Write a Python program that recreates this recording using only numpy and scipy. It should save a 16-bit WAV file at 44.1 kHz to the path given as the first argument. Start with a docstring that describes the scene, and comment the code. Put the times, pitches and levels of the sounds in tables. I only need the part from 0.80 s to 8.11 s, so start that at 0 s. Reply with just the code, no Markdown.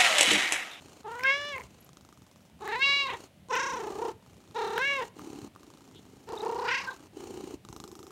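"""Mewing and purring on a rug

One cat, close by: five mews, trilled in varying degree by its own purr, which runs throughout.
Mew: harmonics of the vocal folds pass nose, throat and mouth resonances; an opening mouth brightens them.
Purr: the larynx snaps shut about 30 times a second; closures tick, reopenings puff, hiss and hum.
Wet smacks, a few stronger ticks, faint rustles, a soft room echo and quiet air with a low rumble lie around."""
import sys
import numpy as np
from scipy import signal
from scipy.fft import rfft, irfft
from scipy.io import wavfile
from scipy.ndimage import uniform_filter1d

SR = 44100
rng = np.random.default_rng(int(sys.argv[2]) if len(sys.argv) > 2 else 0)


def write(x):
    x = np.atleast_2d(x).T
    wavfile.write(sys.argv[1], SR, np.round(np.clip(x, -1, 1) * 32767).astype(np.int16))


N = 322371
T = np.arange(N) / SR  # t/s

# timbre of each mew, pairs from slack to tense folds, settings before opening and closing act: (mouth f/Hz,
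# climb/(octaves/s), mouth width/Hz, nose level/dB slack, tense, upper level/dB slack, tense, top over upper level/dB,
# trill [0-1] slack, tense, roughness [0-1] slack, tense, upper f/Hz, top f/Hz, final rattle t/s,
# throat loss/dB at a wide open mouth)
MEW_TIMBRES = [(1680, 1.55, 660, -3.5, -1, -26.5, -6.5, -4.5, .28, 0.01, .3, 0.12, 3230, 5200, 0.093, 1),
               (2430, 0.82, 960, -4, -12.5, -16, -4, -9.5, .38, 0.04, .22, 0.03, 4030, 4940, .125, 10),
               (1900, 0.042, 1230, 4, -7, -20.5, -19.5, 12.5, .58, .45, 0.38, 0.17, 3630, 5820, 0.057, 2),
               (1240, 2.72, 980, 3, -1, -15, -18.5, -1.5, .5, .05, 0.24, 0.08, 3840, 5650, 0.094, 33),
               (1290, 1.74, 1260, 3, -11, -12, -6, -5, .56, 0.4, 0.56, 0.24, 4750, 5660, 0.19, 1)]
# path of each mew, before purr and resonances act: (t/s, pitch f/Hz, level/dB, mouth opening [0-1])
MEW_GESTURES = [
    [(.24, 412.3, -36.5, 0.21), (.31, 460.7, -43.5, 0.53), (.425, 511, -45, 0.52), (.45, 529, -39, 0.88),
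     (.495, 545, -32, 0.78), (.54, 560, -35, 0.73), (.59, 577, -39.5, 0.53), (.7, 585, -39.5, 0.44),
     (.74, 547, -43, 0.7), (.785, 494, -44.5, 0.45), (.84, 459, -55, 0.2)],
    [(1.8, 410.3, -41.5, 0.04), (1.89, 410, -37, 0.4), (1.95, 462.4, -33.5, 0.5), (1.99, 523, -39.5, 0.4),
     (2.022, 545, -41, 0.91), (2.06, 559.6, -32, 0.59), (2.1, 560, -32, 0.63), (2.16, 564.6, -37.5, 0.69),
     (2.22, 559, -35.5, 0.61), (2.255, 541.7, -34.5, 0.34), (2.3, 522, -38.5, 0.55),
     (2.335, 447, -36, 0.36), (2.38, 450, -45, .4)],
    [(2.685, 518, -48, 0), (2.712, 481, -32.5, 0.35), (2.745, 478.7, -34, 0.6), (2.81, 521.2, -36, 0.58),
     (2.89, 529.5, -36.5, 0.46), (2.96, 485.7, -38.5, 0.4), (3.02, 415, -42, 0.36),
     (3.08, 401, -40.5, 0.16), (3.145, 353.4, -46, 0), (3.225, 440.6, -36.5, 0.09),
     (3.295, 409, -38.5, 0.19), (3.345, 430.4, -62, 0.35)],
    [(3.742, 467.4, -39.5, 0.54), (3.83, 439, -36, 0.49), (3.9, 429, -40, 0.45), (3.98, 458.5, -35.5, 0.41),
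     (4.015, 526.3, -39.5, 0.75), (4.065, 561.4, -41.5, 0.81), (4.12, 561.8, -35.5, 0.63),
     (4.16, 551, -38, 0.61), (4.195, 521.6, -35, 0.35), (4.23, 460.4, -38, .42), (4.275, 444, -64, 0)],
    [(5.465, 423.5, -53.5, 0.47), (5.53, 424.6, -39, 0.14), (5.59, 391, -47, .12), (5.64, 415.4, -35, 0.05),
     (5.74, 440, -37, 0), (5.84, 466, -35.5, 0.27), (5.89, 468, -36.5, 0.66), (5.95, 524, -40.5, 0.72),
     (5.997, 531, -42.5, 0.62), (6.05, 534, -43.5, 0.38), (6.095, 498.4, -44, 0.24),
     (6.16, 500.5, -50, 0.35)],
]
# fixed colour of the voice: (f/Hz, level/dB)
VOICE_COLOUR = [(350, 0.5), (470, 0.4), (590, 1.9), (800, 5.5), (1300, -1.4), (1750, 2.6), (2200, 1.3),
                (2800, 6.9), (3350, 1.2), (3950, 4.1), (4500, -3.7), (5100, -1.3), (8000, -0.8),
                (12000, -13.9)]
# pace of the purring larynx, set anew at each row: (first closure t/s, closure rate f/Hz)
LARYNX_RHYTHM = [(.01, 27), (.855, 25.3), (1.327, 21.5), (1.81, 29), (2.686, 29.4), (3.112, 30.8),
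                 (3.426, 28), (3.752, 34.6), (4.38, 35), (4.762, 28.5), (5.49, 31.2), (6.361, 29.6),
                 (6.8502, 26.35)]
# purring strokes, in and out; tick level before easing and fading:
# (start t/s, end t/s, tick level/dB, hum level/dB, hum f/Hz, hiss level/dB)
PURR_STROKES = [(-.05, 0.233, -38.5, -59.5, 287, -57), (0.246, 0.875, -37, -60, 376, -54.5),
                (0.842, 1.102, -49, -67, 252.5, -62.5), (1.079, 1.716, -34.5, -72.5, 243.7, -93),
                (1.789, 2.482, -35.5, -56.5, 370, -53), (2.686, 3.33, -29.5, -50, 345, -52),
                (3.408, 3.78, -39, -62, 263.5, -67), (3.735, 4.296, -31, -60.5, 380, -51),
                (4.334, 4.691, -37.5, -45.5, 297.7, -54), (4.749, 5.502, -36, -58, 271.4, -65),
                (5.474, 6.181, -26, -59, 355, -56), (6.143, 6.29, -38.5, -55, 297, -60),
                (6.324, 6.769, -47, -43, 363.4, -52), (6.841, 7.403, -24.5, -52, 357.5, -90)]
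# spectra of the purr's hum, hiss, tick and thin indrawn air: (f/Hz, relative level/dB)
HUM_COLOUR = [(100, -15.5), (240, -4.5), (340, 1.5), (440, -0.5), (590, -36.5), (790, -7), (1020, -17.5),
              (1300, -23), (1800, -55), (3000, -28), (6000, -100)]
HISS_COLOUR = [(500, 15.5), (1300, 9), (1850, 2.5), (3000, 8.5), (3500, -1.5), (4200, 8), (5000, 0),
               (6000, 5.5), (7100, 6.5), (7900, -0.5), (9000, 2.5), (10300, -10), (12500, -6.5),
               (15500, -11)]
TICK_COLOUR = [(80, 7), (350, 11.5), (600, -7), (850, 5), (1300, 6), (1800, -15), (3200, -6.5), (4100, -3),
               (5100, -10), (7000, -5), (15000, -28.5)]
INDRAW_COLOUR = [(500, -9.5), (1300, 0.5), (2500, -17), (4200, -15), (5200, 8), (7200, 3.5), (10000, -8),
                 (12000, -0.5), (15500, -9.5)]
# wet smacks of lips and tongue, and a few stronger purr ticks: (t/s, starting level/dB, resonance f/Hz)
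SMACKS_AND_TICKS = [(0.395, -28, 2040), (0.408, -30, 2160), (0.435, -22.5, 2400), (.436, -26, 5350),
                    (.781, -27, 2230), (0.809, -33, 2180), (.818, -36, 2060), (1.326, -44, 1240),
                    (1.877, -22.5, 1840), (2.709, -33, 2620), (2.754, -19.5, 2680), (3.98, -15, 1554),
                    (3.978, -23.5, 3120), (4.394, -32.5, 1193), (4.761, -35, 1170), (4.832, -41, 1150),
                    (5.798, -36.5, 4060)]
# faint squeaks, rustles and soft bumps around the cat: (centre t/s, half-length t/s, f/Hz, width/Hz, level/dB)
RUSTLES = [(0.618, 0.035, 85, 50, -49.5), (1.01, 0.0091, 11450, 700, -56.5),
           (1.048, 0.0073, 11600, 713, -54.5), (4.636, 0.031, 130, 129, -46.5),
           (5.172, 0.042, 3430, 1387, -57), (5.578, 0.0097, 3710, 406, -44),
           (5.608, 0.0086, 3900, 497, -42), (6.088, 0.027, 1547, 154, -33),
           (6.896, 0.014, 106.7, 80.4, -42.5)]
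# spectra of the room's air and of its rumble: (f/Hz, relative level/dB)
ROOM_COLOUR = [(18, -64), (30, -14), (90, -3.5), (192, 7.5), (379, -8), (575, -1), (1140, -12.5),
               (1820, -12), (3070, -12.5), (5040, -19.5), (7080, -21), (10200, -22), (15500, -27.5)]
RUMBLE_COLOUR = [(30, -48), (60, -5.5), (85, 1.0), (200, -2.5), (320, -14), (900, -54)]

SLACK_HZ = 429  # below this pitch the folds are slack; they are fully tense at the top of each mew
SAG = .33  # share of the pitch between an open and a closed larynx, at full trill
ATTACK_S, RELEASE_S = 0.023, 0.031
TRILL_YIELDS = 0.745  # tension at which the voice has pushed the purr back as far as it will
# over the last CLOSING_S the jaw shuts and lowers the resonances; at the very end the voice breaks into a rattle
CLOSING_S, CLOSING_OCTAVES, CLOSING_TAKES_S = 0.11, 0.27, 0.037
FRY_TAKES_S, FRY_ROUGH, FRY_TRILL, FRY_BRIGHT_DB = 0.054, 0.8, 0.538, 3


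def undb(db):
    """Level law: decibels to amplitude gain."""
    return 10 ** (np.asarray(db) / 20)


def unit(x):
    """Normalization: scale to rms 1."""
    return x / np.sqrt(np.mean(x ** 2))


def blend(a, b, share):
    """Linear interpolation: from a at share 0 to b at share 1."""
    return a + (b - a) * share


def curves(rows, t=T):
    """Piecewise linear motion: the columns of a table joined by straight lines in time."""
    s, *columns = np.transpose(rows)
    return [np.interp(t, s, c) for c in columns]


def inside(start, end, rise, fall):
    """Trapezoidal gating: 1 from start to end, with sloping edges."""
    return np.clip(np.minimum((T - start) / rise, (end - T) / fall), 0, 1)


def colour(points, hz):
    """Spectral envelope: gain interpolated in dB over log frequency."""
    f, db = np.transpose(points)
    return undb(np.interp(np.log(hz + 1), np.log(f), db))


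def resonance(hz, centre_hz, width_hz, steep):
    """Resonance: gain and phase by distance from the centre, where they are 1 and 0."""
    off = np.float32((hz / centre_hz - centre_hz / hz) * centre_hz / width_hz)
    return (1 + off * off) ** (-steep / 2), -steep * np.arctan(off)


def noise(points):
    """Spectral shaping: white noise filtered to a given spectrum, rms 1."""
    spectrum = rfft(rng.standard_normal(N)) * colour(points, np.fft.rfftfreq(N, 1 / SR))
    return unit(irfft(spectrum, N))


def walk(rate, size=N):
    """Band-limited chance: smooth variation about rate times a second, rms 1."""
    hold = max(2, int(SR / rate))
    steps = np.repeat(rng.standard_normal(size // hold + 1), hold)
    return unit(uniform_filter1d(steps, hold)[:size])


def impulse_response(points, size=1024):
    """Minimum phase: the most compact causal ring with a given spectrum, peak 1."""
    cepstrum = irfft(np.log(colour(points, np.fft.rfftfreq(size, 1 / SR))))
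    # fold the cepstrum onto positive time
    cepstrum[1:size // 2] *= 2
    cepstrum[size // 2 + 1:] = 0
    ring = irfft(np.exp(rfft(cepstrum)))
    return ring / np.abs(ring).max()


def larynx():
    """Relaxation cycle: place in the purr cycle, 0 at each closure, with a slightly uneven beat."""
    start, rate = np.transpose(LARYNX_RHYTHM)
    row = np.maximum(np.searchsorted(start, T, side="right") - 1, 0)
    cycles = (T - start[row]) * rate[row]
    return (cycles + .015 * walk(20) * np.minimum(cycles, 1)) % 1


def closure_shape(cycle):
    """Asymmetric closure: the folds are caught quickly and recover more slowly."""
    return np.cos(np.pi * cycle ** 1.2) ** 4


def mew(gesture, timbre, cycle, choke=0.92, jitter=0.0376, rasp_hz=2200, nose_hz=420, throat_hz=1000,
        lead=.1, mouth_lag_s=0.022, treble_open_db=26, treble_full=0.9, top_slack_db=-7, shut_trill=1.2,
        wide_from=.68, shut_db=-25, open_db=20, opening_octaves=0.95, dull_hz=8500, muffle_hz=2200, count=26):
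    """Source and filter: fold harmonics through resonances; purr closures drag pitch and level down."""
    start, end = gesture[0][0], gesture[-1][0]
    gate = inside(start, end, ATTACK_S, RELEASE_S)
    on = gate > 0
    t, size = T[on], on.sum()
    pitch, level_db, opening = curves(gesture, t)
    first_hz, climb, mouth_width_hz, nose_slack, nose_tense, upper_slack, upper_tense, top_db = timbre[:8]
    trill_slack, trill_tense, rough_slack, rough_tense = timbre[8:12]
    upper_hz, top_hz, fry_s, throat_loss_db = timbre[12:]
    jaw = 2 ** (-CLOSING_OCTAVES * np.clip((t - end + CLOSING_S) / CLOSING_TAKES_S, 0, 1))
    fry = np.clip((t - end + fry_s) / FRY_TAKES_S, 0, 1)

    # an opening mouth rings louder and, a moment later, higher
    mouth_db = blend(shut_db, open_db, opening)
    lagged_opening = np.interp(t - mouth_lag_s, t, opening)
    mouth_hz = first_hz * jaw * 2 ** (opening_octaves * (lagged_opening - 1) + climb * (t - start))
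    throat_db = -throat_loss_db * np.clip((opening - wide_from) / (1 - wide_from), 0, 1)

    # tension moves the nose and upper levels from their slack to their tense settings
    tension = np.clip((pitch - SLACK_HZ) / (pitch.max() - SLACK_HZ), 0, 1)
    nose_db = blend(nose_slack, nose_tense, tension)
    upper_db = blend(upper_slack, upper_tense, tension ** 2.45)
    upper_db = upper_db + FRY_BRIGHT_DB * fry * (1 - tension)
    # a shut mouth holds back the treble and lets the purr cut deeper
    upper_db = upper_db + treble_open_db * (np.minimum(opening, treble_full) - .5)
    top_db = top_db + top_slack_db * (1 - tension)
    trill_slack = trill_slack * (1 + shut_trill * (.5 - opening))
    # tense folds shake off the purr
    clear = np.minimum(tension / TRILL_YIELDS, 1)
    trill = np.clip(np.maximum(blend(trill_slack, trill_tense, clear), FRY_TRILL * fry), 0, 1)
    rough = blend(blend(rough_slack, rough_tense, clear), FRY_ROUGH, fry)

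    closed = closure_shape(cycle[on])
    pitch = pitch * (1 - SAG * trill * (closed - .3) + jitter * rough * walk(350, size))
    muffled = closure_shape((cycle[on] + lead) % 1)
    flow = (1 - choke * trill ** 2.06 * closed) / (1 - 0.13 * trill ** 2)
    phase, out = 2 * np.pi * np.cumsum(pitch) / SR, np.zeros(N)
    weights = undb(level_db + np.array([nose_db, throat_db, mouth_db, upper_db, upper_db + top_db]))
    for k in range(1, count + 1):
        hz = k * pitch
        gains, delays = zip(resonance(hz, nose_hz, 233, 1.58),
                            resonance(hz, throat_hz, 340, 2.3),
                            resonance(hz, mouth_hz, mouth_width_hz, 2.5),
                            resonance(hz, upper_hz * jaw, 1050, 2.03),
                            resonance(hz, top_hz * jaw, 1100, 1.57))
        gain = np.linalg.norm(weights * np.array(gains), axis=0)
        gain *= colour(VOICE_COLOUR, hz) / np.hypot(1, (hz / dull_hz) ** 2)
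        # a closing larynx muffles the high harmonics first
        gain *= np.exp(-trill * (muffled - .2) * np.minimum(hz / muffle_hz, 2))
        # every resonance shifts the phase of the harmonics that pass through it
        turn = k * phase + sum(delays)
        # uneven fold cycles smear the harmonics, the high ones most
        smear = rough * (hz / rasp_hz) ** 1.16
        partial = (1 + smear * walk(450, size)) * np.cos(turn)
        partial += smear * walk(450, size) * np.sin(turn)
        out[on] += gain * flow * partial * np.sqrt(2 / (1 + 2 * smear ** 2))
    return out * gate


def purr(cycle, hiss_leak=0.6, hum_leak=0.51, puff_at=0.34, puff_width=0.097, voiced=0.68,
         fading_db_per_s=22, soft_db=8, soft_s=0.067, indraw_db=-35, indraw_at=0.13, indraw_width=0.6,
         spray=0.1, spray_s=0.0028):
    """Pulsed flow: closures tick and draw in a wisp of air; reopenings puff, hiss and hum."""
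    puff = np.exp(-((cycle - puff_at) / puff_width) ** 2)
    air = noise(HISS_COLOUR) * unit(puff + hiss_leak) * undb(0.26 * walk(54))
    throat = noise(HUM_COLOUR)
    waver = 1 + 0.1042 * walk(250)  # unsteady pitch of the slack folds
    throb = unit(puff + hum_leak)
    closure = np.diff(cycle, prepend=0) < -.05
    indraw = noise(INDRAW_COLOUR) * np.exp(-((cycle - indraw_at) / indraw_width) ** 2)
    out, snaps = np.zeros(N), np.zeros(N)
    for start, end, tick_db, hum_db, hum_hz, hiss_db in PURR_STROKES:
        on = (T > start) & (T < end)
        folds = np.sin(2 * np.pi * np.cumsum(hum_hz * waver[on]) / SR)
        hum = unit(throat[on] + 2 * voiced * folds) * throb[on]
        breath = undb(hum_db) * hum + undb(hiss_db) * air[on] + undb(tick_db + indraw_db) * indraw[on]
        out[on] += inside(start, end, 0.065, 0.025)[on] * breath
        # the closures harden just after a stroke begins, then fade
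        since = T[on] - start
        snap_db = tick_db - soft_db * np.exp(-since / soft_s) - fading_db_per_s * since
        snaps[on] -= closure[on] * undb(snap_db + 2 * rng.standard_normal(on.sum()))
    # each snap is followed by a moist crackle
    decay = signal.lfilter([spray], [1, -np.exp(-1 / (spray_s * SR))], snaps)
    crackle = decay * rng.standard_normal(N)
    return out + signal.fftconvolve(snaps + crackle, impulse_response(TICK_COLOUR))[:N]


def smacks_and_ticks(ring_s=0.0016, spray=0.13, size=600):
    """Damped oscillation: a smack or strong tick is a very short ring with a little spray."""
    out, t = np.zeros(N), np.arange(size) / SR
    for s, db, hz in SMACKS_AND_TICKS:
        i = int(s * SR)
        ring = np.sin(2 * np.pi * hz * t) + spray * rng.standard_normal(size)
        out[i:i + size] += undb(db) * np.exp(-t / ring_s) * ring
    return out


def rustles():
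    """Quadrature modulation: slow noise on two carriers makes short swells of narrow noise."""
    out = np.zeros(N)
    for s, half_length, hz, width_hz, db in RUSTLES:
        on = np.abs(T - s) < half_length
        turn = 2 * np.pi * hz * T[on]
        band = walk(width_hz, on.sum()) * np.cos(turn) + walk(width_hz, on.sum()) * np.sin(turn)
        out[on] += undb(db) * band * np.cos(np.pi / 2 * (T[on] - s) / half_length) ** 2
    return out


def room_echo(x, wet_db=-22, t60=0.35, size=16000):
    """Reverberation: the small carpeted room answers with softened, exponentially decaying noise."""
    t = np.arange(size) / SR
    tail = uniform_filter1d(rng.standard_normal(size), 4) * undb(-60 * t / t60) * (t > .004)
    return undb(wet_db) * signal.fftconvolve(x, tail / np.linalg.norm(tail))[:N]


def room_tone(air_db=-62, rumble_db=-63, swell_db=4):
    """Stationary and modulated noise: quiet indoor air with an unsteady low rumble."""
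    rumble = noise(RUMBLE_COLOUR)
    return undb(air_db) * noise(ROOM_COLOUR) + undb(rumble_db + swell_db * walk(22)) * rumble


def scene():
    """Superposition: mews and purr share one larynx rhythm; the room is added to them."""
    cycle = larynx()
    mews = sum(mew(gesture, timbre, cycle) for gesture, timbre in zip(MEW_GESTURES, MEW_TIMBRES))
    near = mews + purr(cycle) + smacks_and_ticks() + rustles()
    return (near + room_echo(near) + room_tone())[None]


def record(dry):
    """Band limiting: the microphone drops the deepest bass and the very top."""
    thin = signal.sosfilt(signal.butter(4, 46, "high", fs=SR, output="sos"), dry)
    return signal.sosfilt(signal.ellip(10, .2, 70, 15800, fs=SR, output="sos"), thin)


dry = scene()
out = record(dry)
write(out)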